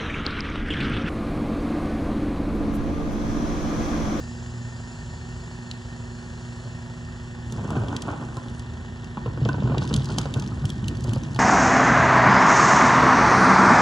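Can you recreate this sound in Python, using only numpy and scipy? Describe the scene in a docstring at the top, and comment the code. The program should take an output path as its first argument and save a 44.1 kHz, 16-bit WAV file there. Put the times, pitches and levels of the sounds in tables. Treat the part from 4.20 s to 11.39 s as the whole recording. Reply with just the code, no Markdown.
"""A residential street: a garbage truck idles across the whole scene, heard at two microphone ports.
Engine and pump tones, firing-pulsed noise, a ringing hiss and thin whines make up the truck.
Nearby a plastic wheelie bin bumps over the verge and rolls along the asphalt. Filtered random contacts
make its hollow body boom, its walls rattle and grit crunch; timed bursts make knocks, a lid slap and snaps."""
import sys
import numpy as np
from scipy import signal
from scipy.fft import rfft, irfft, next_fast_len
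from scipy.io import wavfile
from scipy.ndimage import uniform_filter1d

SR = 44100
rng = np.random.default_rng(int(sys.argv[2]) if len(sys.argv) > 2 else 0)


def unload_wav(signal):
    """Save mono or channel-first audio to the path in sys.argv[1] as 16-bit WAV at rate SR, clipped to [-1, 1]."""
    wavfile.write(
        sys.argv[1],
        SR,
        np.round(np.clip(np.atleast_2d(signal).T, -1, 1) * 32767).astype(np.int16),
    )


N = 317079
TIME = np.arange(N) / SR  # seconds

CRANK_HZ, PUMP_HZ = 13.34, 119.1  # mean turning rates
CLATTER_DB = -48  # rms
SQUEAL_HZ = 4320
# Engine tones. Each row: multiple of the crank rate (halves are rounded when played), mean level in dB rms.
ENGINE_ORDERS = [(4, -47), (5.5, -51.5), (6, -44), (7.5, -54.5), (8, -50.5), (11, -52), (12, -51.5),
                 (16, -59.5), (17, -61.5), (19, -61.5), (20, -63.5), (26, -69), (28, -58), (30, -62),
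                 (37, -70), (64, -67.5), (72, -64)]
# Pump tones. Each row: multiple of the pump rate, level in dB before the pump hum's own curve.
PUMP_ORDERS = [(1, -38.5), (2, -42), (3, -54), (4, -66.5)]
# How the truck changes. Each row: time in seconds, then the gains of pump hum, hiss and whine in dB.
TRUCK_LEVELS = [(0, -1.5, 3, 5), (0.3, 0.5, 1, 4), (0.8, -3.5, 1.5, 3), (1.3, -2, 0.5, 1.5),
                (1.7, -2.5, 0.5, -1), (2.3, -1, 0, -0.5), (2.85, -2, -1.5, -1.5), (3.8, -2.5, -3, -7),
                (5.2, -2.5, -4, -10.5), (7.19, 1, -4, -9.5)]
# Exhaust rumble spectrum. Each row: frequency in Hz, relative level in dB.
RUMBLE_SPECTRUM = [(20, -71), (36, -17), (52, 0), (85, 3), (130, -1.5), (180, -1), (250, -11.5),
                   (300, -13.5), (450, -21.5), (800, -56)]
# Engine block clatter spectrum. Each row: frequency in Hz, relative level in dB.
CLATTER_SPECTRUM = [(250, -25), (480, 2), (680, 3.5), (900, 3), (1280, -1.5), (1650, 0.5), (1830, 6),
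                    (2050, -4), (2600, -6), (3500, -6), (6000, -47.5), (11000, -61.5)]
# Ringing hiss spectrum. Each row: frequency in Hz, relative level in dB.
HISS_SPECTRUM = [(1800, -6.5), (2700, 7), (3300, -9.5), (3850, -1.5), (4200, 3.5), (4450, -2), (5200, 0.5),
                 (5800, 1), (6050, -3), (6300, 0.5), (6600, -3), (6900, 3), (7450, -1), (7700, -4.5),
                 (7900, -1), (8200, -9), (8450, -6), (8700, -8.5), (10100, -9.5), (11000, -16),
                 (12500, -59)]
# Thin whines of the running machinery. Each row: frequency in Hz, relative level in dB.
WHINES = [(1828, -61.5), (4635, -70), (4770, -68), (5109, -73), (5211, -75.5), (5286, -73.5), (6282, -71),
          (6465, -74), (6840, -66.5), (7000, -66), (7090, -68.5), (7381, -71), (7430, -68), (7860, -76)]
# One thin squeal with its own swell and fade. Each row: time in seconds, level in dB.
SQUEAL_LEVELS = [(0, -75), (1.0, -64.5), (1.8, -64), (2.2, -61.5), (2.7, -65.5), (3.3, -72), (5.0, -71)]

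# The bin is hauled over the lawn, rests, then rolls off the kerb on to the road.
# Each row: time in seconds, relative body boom in dB, relative wall rattle in dB.
ROLL = [(3.25, -36, -49.5), (3.56, -26, -36.5), (3.74, -31, -39.5), (3.81, -34, -44), (3.9, -31.5, -36.5),
        (4.1, -39, -45.5), (4.9, -41.5, -62), (5.25, -23, -45), (5.65, -24, -43), (6.08, -28.5, -43),
        (6.6, -27, -51.5), (6.95, -26, -42.5), (7.19, -30.5, -49)]
# Once it rolls freely the bin lurches on every turn of its wheels.
ROLLING_S, FIRST_LURCH_S, WHEEL_TURN_S = 4.8, 5.275, 0.234
LURCH_BOOM_DB, LURCH_RATTLE_DB = 2, 3  # swing either way
# Ground under the wheels. Each row: start in seconds, crunch level in dB, gain above 7 kHz in dB.
GROUND = [(3.3, -65, 15), (4.4, -63, -1), (5.2, -57, -31), (5.6, -51, 4.5), (6.07, -57.5, 6.5),
          (6.33, -59.5, 6.5), (6.8, -58.5, 9)]
GROUND_BLEND_S = 0.015
STONES_PER_S, STONES_DB = 70, 0.5  # random cracks, level against the grit
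CRUNCH_TOP_HZ = 10200
# Hollow body of the bin. Each row: frequency in Hz, relative level in dB.
BODY_SPECTRUM = [(28, -63), (45, -17), (65, -2.5), (90, -4.5), (112, -0.5), (138, 4), (168, -12),
                 (205, -5.5), (260, -15.5), (340, -17.5), (480, -32), (900, -63.5), (4000, -110)]
# Plastic walls of the bin. Each row: frequency in Hz, relative level in dB.
WALL_SPECTRUM = [(90, -24), (250, 17.5), (480, 5.5), (700, 3), (1000, 5), (1280, -0.5), (1520, 0.5),
                 (1750, -19.5), (2400, -6.5), (3400, -17), (7000, -37), (11000, -70)]
# Grit and plastic cracking. Each row: frequency in Hz, relative level in dB.
GRIT_SPECTRUM = [(1000, -22), (2200, 1.5), (2800, 2.5), (3300, 0.5), (4500, -1), (5050, -1), (5550, -6),
                 (6000, -2.5), (6400, -7), (7000, -6.5), (8200, -13), (9900, -14.5), (12000, -21),
                 (13200, -35), (16000, -41)]
# Modes of the plastic walls. 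Each row: frequency in Hz, relative level in dB.
WALL_MODES = [(620, -8), (1010, -8), (1170, -6.5), (1500, -3), (2720, -11), (3300, 0)]

# Hard knocks of wheels, axle and lid.
# Each row: start in seconds, relative clack peak in dB, wall ring in Hz, body ring in Hz, relative thud peak in dB.
KNOCKS = [(2.456, -36, 617, 130, -28), (3.323, -29.5, 420, 129, -30), (3.359, -33, 410, 236, -26),
          (3.384, -29, 545, 125, -21.5), (3.403, -37, 452, 109, -20.5), (3.446, -27, 460, 183, -28),
          (3.466, -39, 487, 110, -35), (3.503, -21.5, 1450, 113, -36), (3.529, -26, 1430, 127, -26),
          (3.554, -23.5, 724, 107, -26), (3.567, -24, 746, 143, -22), (3.581, -28.5, 1300, 127, -23.5),
          (3.599, -35, 915, 92, -19), (3.619, -26.5, 436, 139, -25.5), (3.637, -25, 564, 139, -33),
          (3.681, -32, 528, 100, -25), (3.714, -32, 600, 234, -29), (3.727, -22.5, 830, 117, -25),
          (3.749, -27, 427, 110, -33), (3.865, -33, 806, 117, -33), (3.882, -21, 1450, 248, -30),
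          (3.904, -26, 1360, 96, -19.5), (3.930, -27.5, 820, 183, -26.5), (3.957, -29.5, 842, 139, -36),
          (4.019, -27.5, 820, 131, -47), (4.039, -38, 418, 161, -34), (4.169, -28, 1040, 106, -24),
          (4.256, -33.5, 800, 128, -36), (4.972, -21, 970, 155, -23.5), (5.06, -22.5, 457, 175, -19.5),
          (5.077, -27, 1040, 108, -21), (5.175, -26, 484, 140, -40), (5.215, -28, 430, 140, -14.5),
          (5.256, -20, 446, 129, -18.5), (5.289, -21.5, 696, 222, -34), (5.343, -23.5, 960, 109, -26),
          (5.382, -24.5, 470, 116, -21.5), (5.423, -24, 527, 151, -27), (5.437, -36, 500, 120, -17),
          (5.456, -25.5, 420, 252, -21), (5.473, -25, 1080, 161, -26), (5.498, -21.5, 476, 217, -19),
          (5.519, -24, 546, 134, -23), (5.545, -21, 816, 124, -16.5), (5.573, -18.5, 470, 139, -16.5),
          (5.619, -21.5, 1510, 122, -21), (5.644, -29, 980, 113, -23), (5.710, -20, 450, 204, -15.5),
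          (5.734, -29, 479, 210, -16), (5.753, -31, 416, 233, -18.5), (5.772, -31, 420, 136, -15.5),
          (5.870, -30, 960, 155, -31), (5.896, -25.5, 1400, 123, -22), (5.909, -26, 420, 138, -28),
          (5.982, -22, 960, 104, -23), (6.008, -33, 1400, 122, -17), (6.056, -23.5, 506, 129, -25),
          (6.161, -24.5, 533, 107, -15.5), (6.186, -33, 452, 97, -27), (6.224, -32, 1190, 128, -29),
          (6.318, -32, 1270, 99, -31), (6.442, -32.5, 800, 117, -12), (6.627, -35, 1040, 208, -22),
          (6.845, -31.5, 493, 113, -20), (6.880, -27, 497, 118, -19.5), (6.934, -36, 939, 145, -37),
          (6.963, -23, 505, 104, -14), (7.160, -31, 840, 118, -29)]
REBOUNDS_PER_S = 3000  # loose parts chatter after each blow
LAWN_CHATTER_S, ROAD_CHATTER_S = 0.0098, 0.0062  # chatter decays; longer over the lawn
# Modes of the lid. Each row: frequency in Hz, relative level in dB, time to fall 60 dB in seconds.
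LID_MODES = [(301, -17, 0.047), (1025, -28.5, 0.072), (1502, -21.5, 0.047), (2720, -36, 0.062),
             (3520, -37, 0.035)]
LID_S, LID_DB = 5.2885, -16  # start, peak level
# Loud snaps of grit and plastic.
# Each row: start in seconds, relative peak in dB, ring in Hz, gain above 7 kHz in dB.
SNAPS = [(1.512, -22.5, 4170, -1.5), (3.322, -25.5, 3630, 15), (3.5038, -31, 3000, 15),
         (3.683, -30.5, 3120, 2), (3.7638, -16.5, 3140, 5), (3.819, -24, 3250, 9), (4.167, -36, 4040, 13),
         (4.282, -34.5, 3300, -3), (4.3943, -34, 3260, 12), (4.843, -32, 2800, 5), (5.249, -26, 3280, -14),
         (5.2872, -26.5, 3120, 1), (5.621, -34, 3500, -5), (5.728, -28, 2960, -14),
         (5.5796, -21, 3580, -10), (5.634, -35, 5500, 4), (5.674, -26.5, 3300, 11), (5.739, -15, 3430, 11),
         (5.762, -18, 3450, 14), (5.843, -28.5, 3290, 16), (5.855, -31, 4210, 8), (5.899, -36, 4610, 3),
         (5.9826, -10, 5700, 9.5), (6.013, -29, 7000, 7), (6.1388, -22, 3370, 3), (6.1953, -26, 6100, 12),
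         (6.2208, -30.5, 3330, 6), (6.274, -32, 5300, 7), (6.453, -25, 3100, 17), (6.491, -31, 3480, 9),
         (6.5002, -22.5, 3330, 10.5), (6.532, -44, 4400, 13), (6.6406, -29, 3070, -5),
         (6.6803, -20.5, 3050, 14), (6.751, -36.5, 3340, 2), (6.769, -35, 4600, 11), (6.806, -35, 3120, 18),
         (6.872, -35, 3120, 13), (6.84, -28, 4770, 20), (6.892, -31, 3150, 8), (6.9325, -23, 3120, 15),
         (6.956, -35.5, 4500, 12), (7.034, -32, 6000, 2), (7.0494, -36, 3170, -0.5),
         (7.145, -32.5, 4400, 8), (7.16, -29, 3130, 4)]
SLIP_DECAY_S, CRACK_DECAY_S = 0.0045, 0.0014
CRUMBS_PER_S, CRUMBS_DB, CRUMB_DECAY_S = 2500, -10.5, 0.02

# Phase between the ports for the truck's direction. Each row: frequency in Hz, lead of the left port in radians.
TRUCK_PHASE = [(0, 0), (600, -0.9), (860, -0.5), (1210, -0.5), (2070, 2.6), (2580, 3.4), (3100, 5.6),
               (3530, 6.1), (6030, 6.7), (7840, 7.3), (8100, 7.3), (10300, 8.2), (11100, 9.3), (12700, 9.5)]
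# Phase between the ports for the bin's direction. Each row: frequency in Hz, lead of the left port in radians.
BIN_PHASE = [(0, 0), (430, 0.1), (690, -0.4), (1290, -0.1), (2070, 2.7), (2580, 3.5), (3100, 5.6),
             (3530, 6.2), (8350, 7.4), (9910, 7.9), (10900, 8.6), (12700, 8.9)]
# Colour of the right port against the left. Each row: frequency in Hz, gain in dB.
RIGHT_PORT = [(100, 0.2), (300, 0.6), (700, 1.1), (1700, 1.0), (2600, -0.2), (5000, -0.5), (8000, 0)]
SCATTER_DB = -7.5  # street scatter before its low-pass and high-pass
CUTOFF_HZ = 16000


def from_db(db):
    """Decibels to gain."""
    return 10 ** (np.asarray(db) / 20)


def rms_one(x):
    """Scale to unit rms."""
    return x / np.sqrt(np.mean(x ** 2) + 1e-20)


def in_time(rows):
    """One curve over time for each level column of a table."""
    s, *columns = np.transpose(rows)
    return [np.interp(TIME, s, column) for column in columns]


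def drift(rate_hz):
    """Slow random wander of unit rms: noise through a double pole at the given rate."""
    step = 40  # samples between points of the wander
    r = np.exp(-2 * np.pi * rate_hz * step / SR)
    noise = rng.standard_normal(N // step + 4002)
    slow = signal.lfilter([1], [1, -2 * r, r * r], noise)[4000:]  # skip the filter's start
    return np.interp(np.arange(N) / step, np.arange(len(slow)), rms_one(slow))


def colour(x, spectrum):
    """Causal (minimum-phase) filter with the given spectrum, built by folding its cepstrum."""
    length = x.shape[-1]
    size = 2 * next_fast_len(length // 2 + SR // 8)
    hz, db = np.transpose(spectrum)
    grid = np.maximum(np.fft.rfftfreq(size, 1 / SR), 1)
    gain = from_db(np.interp(np.log(grid), np.log(hz), db))
    cepstrum = irfft(np.log(gain))
    cepstrum[1:size // 2] *= 2
    cepstrum[size // 2 + 1:] = 0
    response = np.exp(rfft(cepstrum))
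    return irfft(rfft(x, size) * response)[..., :length]


def resonance(x, hz, width_hz):
    """Two-pole resonance with a gain of about 1 at its peak."""
    r = np.exp(-np.pi * width_hz / SR)
    feed = np.array([1, 0, -1]) * (1 - r * r) / 2
    return signal.lfilter(feed, [1, -2 * r * np.cos(2 * np.pi * hz / SR), r * r], x)


def treble_shelf(x, gain_db):
    """Crossover at 7 kHz with its upper half raised or lowered: harder contacts have more top."""
    low = np.tile(signal.butter(2, 7000, "low", fs=SR, output="sos"), (2, 1))
    high = np.tile(signal.butter(2, 7000, "high", fs=SR, output="sos"), (2, 1))
    return signal.sosfilt(low, x) + from_db(gain_db) * signal.sosfilt(high, x)


def soften(x):
    """Steep low-pass that takes the airy top off small contacts."""
    return signal.sosfilt(signal.butter(14, CRUNCH_TOP_HZ, fs=SR, output="sos"), x)


def grains(per_s, spread_db):
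    """Random contacts of uneven size and either sign."""
    sizes = from_db(spread_db * np.minimum(rng.exponential(1, N), 3)) * rng.choice([-1, 1], N)
    return sizes * (rng.random(N) < per_s / SR)


def place(times, peaks_db, sounds):
    """Lay short sounds on the time line, each at its own peak level."""
    out = np.zeros(N + SR)
    for s, db, sound in zip(times, peaks_db, sounds):
        out[int(s * SR):][:len(sound)] += from_db(db) * sound / np.abs(sound).max()
    return out[:N]


def at_ports(x, phase):
    """Direct sound differs in phase between the ports; each port has its own decaying street scatter."""
    size = 2 * next_fast_len(N // 2 + SR // 2)
    lead = np.interp(np.fft.rfftfreq(size, 1 / SR), *np.transpose(phase))
    direct = np.array([np.ones(len(lead)), np.exp(-1j * lead)])
    age = TIME[:SR // 2]
    # falls 60 dB in half a second after a soft onset
    scatter = rng.standard_normal((2, len(age))) * from_db(-60 * age / .5) * (1 - np.exp(-age / 0.0069))
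    scatter = rms_one(scatter) / np.sqrt(len(age))
    scatter = signal.sosfilt(signal.butter(3, 290, "high", fs=SR, output="sos"), scatter)
    scatter = signal.sosfilt(signal.butter(1, 1800, fs=SR, output="sos"), scatter)
    paths = direct + from_db(SCATTER_DB) * rfft(scatter, size)
    return irfft(rfft(x, size) * paths)[:, :N]


def tones(turns, orders, waver_db):
    """Whole-number harmonics of a turning shaft, each wavering in level."""
    total = 0
    for order, db in orders:
        level = np.sqrt(2) * from_db(db + waver_db * drift(3.4))
        total = total + level * np.sin(2 * np.pi * (round(order) * turns + rng.random()))
    return total


def whistle(hz, firing):
    """A slightly wandering whistle inside a narrow band of ringing noise."""
    noise = rng.standard_normal(N) * (1 + firing)
    ring = resonance(resonance(noise, hz, width_hz=21), hz, width_hz=63)
    tone = np.sqrt(2) * np.sin(2 * np.pi * np.cumsum(hz + 7 * drift(15.5)) / SR)
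    return 0.76 * rms_one(ring) + from_db(1.7 * drift(1.7) - 3.5) * tone


def block_clatter(crank, firing):
    """Noise of metal contacts, part of which repeats alike on every firing."""
    pattern = rng.standard_normal(SR // 30)
    alike = np.interp(2 * crank % 1 * len(pattern), np.arange(len(pattern)), pattern)
    contacts = (rng.standard_normal(N) + 0.5 * alike) * (1 + 0.25 * firing)
    return from_db(CLATTER_DB) * rms_one(colour(contacts, CLATTER_SPECTRUM))


def truck():
    """Firings, two a crank turn, pulse the rumble and clatter; the pump hums and the machinery whines."""
    pump_db, hiss_db, whine_db = in_time(TRUCK_LEVELS)
    # shaft turns so far, with a little unsteadiness
    crank = np.cumsum(CRANK_HZ * (1 + 0.001576 * drift(1.632))) / SR
    pump = np.cumsum(PUMP_HZ * (1 + 0.0011 * drift(2.97))) / SR
    firing = rms_one(np.exp(-(2 * crank % 1) / 0.09))
    engine_hum = tones(crank, ENGINE_ORDERS, waver_db=3.0)
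    pump_hum = from_db(pump_db) * tones(pump, PUMP_ORDERS, waver_db=1.6)
    rumble = colour(rng.standard_normal(N) * (1 + 0.85 * firing), RUMBLE_SPECTRUM)
    rumble = from_db(-42.5) * rms_one(rumble)
    clatter = block_clatter(crank, firing)
    hiss = colour(rng.standard_normal(N) * (1 + 0.12 * firing), HISS_SPECTRUM)
    hiss = from_db(hiss_db - 53.7 + 0.5 * drift(1.13)) * rms_one(hiss)
    whine = from_db(whine_db) * sum(from_db(db) * whistle(hz, firing) for hz, db in WHINES)
    squeal = from_db(in_time(SQUEAL_LEVELS)[0]) * whistle(SQUEAL_HZ, firing)
    return engine_hum + pump_hum + rumble + clatter + hiss + whine + squeal


def underfoot():
    """Crunch and treble of each stretch of ground, blended as the wheels cross over."""
    starts, *columns = np.transpose(GROUND)
    stretch = np.maximum(np.searchsorted(starts, TIME) - 1, 0)
    return [uniform_filter1d(column[stretch], size=int(GROUND_BLEND_S * SR)) for column in columns]


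def stones():
    """Small stones crack at random: short noise bursts that ring at one of nine pitches; unit rms."""
    cracks = 0
    for hz in np.geomspace(3100, 8500, num=9):
        hits = np.abs(grains(per_s=STONES_PER_S / 9, spread_db=1.5))
        envelope = signal.lfilter([1], [1, -np.exp(-1 / (0.002 * SR))], hits + 1e-18)  # 2 ms decay
        burst = envelope * rng.standard_normal(N)
        cracks = cracks + 0.32 * burst + resonance(burst, hz, width_hz=1100)
    return rms_one(colour(soften(cracks), GRIT_SPECTRUM))


def ground_crunch():
    """Grains crushed in clumps and cracking stones, at the level and brightness of the ground."""
    crunch_db, treble_db = underfoot()
    grit = soften(grains(per_s=3000, spread_db=4.0)) * from_db(1.7 * drift(53))
    grit = rms_one(colour(grit, GRIT_SPECTRUM))
    return from_db(crunch_db) * treble_shelf(grit + from_db(STONES_DB) * stones(), treble_db)


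def wall_rattle():
    """Small contacts, each of which sets one wall mode ringing."""
    total = 0
    for hz, db in WALL_MODES:
        contacts = grains(per_s=75, spread_db=3.0)
        total = total + contacts + from_db(db + 11.5) * resonance(contacts, hz, width_hz=75)
    return total


def wheelie_bin():
    """Rough ground shakes the hollow body and walls, hardest once on each turn of the wheels."""
    boom_db, rattle_db = in_time(ROLL)
    moving = np.clip((TIME - 3.2) / 0.13, 0, 1)
    lurch = (TIME > ROLLING_S) * np.cos(2 * np.pi * (TIME - FIRST_LURCH_S) / WHEEL_TURN_S)
    shake = colour(grains(per_s=450, spread_db=-1.0), BODY_SPECTRUM)
    # levelled, so the ground and not chance sets the slow swells
    swell = np.sqrt(uniform_filter1d(shake ** 2, size=SR // 25) + 1e-12)
    boom = from_db(boom_db + LURCH_BOOM_DB * lurch - 2.0) * shake / swell
    rattle = rms_one(colour(wall_rattle(), WALL_SPECTRUM))
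    rattle = from_db(rattle_db + LURCH_RATTLE_DB * lurch - 0.05) * rattle
    return moving * (boom + rattle + ground_crunch())


def blows(rings_hz, width_hz, ring_db, chatter, decay_s, spectrum):
    """Each blow is a push and a dying chatter of contacts that favours one mode of a body."""
    age = TIME[:SR // 7]
    shape = (len(rings_hz), len(age))
    contacts = rng.standard_normal(shape) * (rng.random(shape) < REBOUNDS_PER_S / SR)
    force = chatter * contacts * np.exp(-age / decay_s) * (1 - np.exp(-age / 0.0012))
    force[:, 0] += 1  # the push
    rings = np.array([resonance(f, hz, width_hz) for f, hz in zip(force, rings_hz)])
    return colour(force + from_db(ring_db) * rings, spectrum)


def wall_ring(clacks):
    """Every blow lands elsewhere and sets the wall modes ringing in a mix of its own."""
    strengths = rng.standard_normal((len(clacks), len(WALL_MODES)))
    rings = 0
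    for k, (hz, db) in enumerate(WALL_MODES):
        rings = rings + from_db(db) * strengths[:, [k]] * resonance(clacks, hz, width_hz=85)
    return clacks + rings


def knocks():
    """A bump clacks the walls and thuds in the hollow body."""
    s, clack_db, wall_hz, body_hz, thud_db = np.transpose(KNOCKS)
    chatter_s = np.where(s < ROLLING_S, LAWN_CHATTER_S, ROAD_CHATTER_S)[:, None]
    clacks = blows(wall_hz, width_hz=116, ring_db=5.0, chatter=0.67, decay_s=chatter_s,
                   spectrum=WALL_SPECTRUM)
    thuds = blows(body_hz, width_hz=29, ring_db=17.0, chatter=0.072, decay_s=0.016,
                  spectrum=BODY_SPECTRUM)
    return place(s, clack_db + 0.5, wall_ring(clacks)) + place(s, thud_db - 3.0, thuds)


def lid():
    """The lid drops shut: its decaying modes swell in from a soft slap."""
    age = TIME[:SR // 5]
    ring = 0
    for hz, db, t60 in LID_MODES:
        ring = ring + from_db(db - 60 * age / t60) * np.sin(2 * np.pi * (hz * age + rng.random()))
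    return place([LID_S], [LID_DB], [ring * (1 - np.exp(-(age / 0.003) ** 2))])


def snaps():
    """A stone slips, breaks a moment later and sheds crumbs; each has its own brightness and ring."""
    s, peak_db, rings_hz, treble_db = np.transpose(SNAPS)
    age = TIME[:SR // 15]
    since_break = age - rng.uniform(0.000552, 0.0024, (len(s), 1))
    slip = 0.5 * (1 - np.exp(-age / 0.00079)) * np.exp(-age / SLIP_DECAY_S)
    breaking = (since_break > 0) * np.exp(-np.abs(since_break) / CRACK_DECAY_S)
    noise = rng.standard_normal((len(s), len(age)))
    cracks = noise * (slip + breaking)
    rings = np.array([resonance(crack, hz, width_hz=350) for crack, hz in zip(cracks, rings_hz)])
    crumbs = noise * (rng.random(noise.shape) < CRUMBS_PER_S / SR) * np.exp(-age / CRUMB_DECAY_S)
    snap = cracks + 2.0 * rings + from_db(CRUMBS_DB) * soften(crumbs)
    snap = treble_shelf(snap, treble_db[:, None])
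    return place(s, peak_db + 1.5, colour(snap, GRIT_SPECTRUM))


def scene():
    """Truck and bin stand in different directions from the microphone, with equal scatter."""
    bin_sounds = wheelie_bin() + knocks() + lid() + snaps()
    return at_ports(truck(), TRUCK_PHASE) + at_ports(bin_sounds, BIN_PHASE)


def record(dry):
    """The two microphone ports differ a little in colour; the top is cut."""
    ports = np.array([dry[0], colour(dry[1], RIGHT_PORT)])
    return signal.sosfilt(signal.cheby2(12, 70, CUTOFF_HZ, fs=SR, output="sos"), ports)


dry = scene()
out = record(dry)
unload_wav(out)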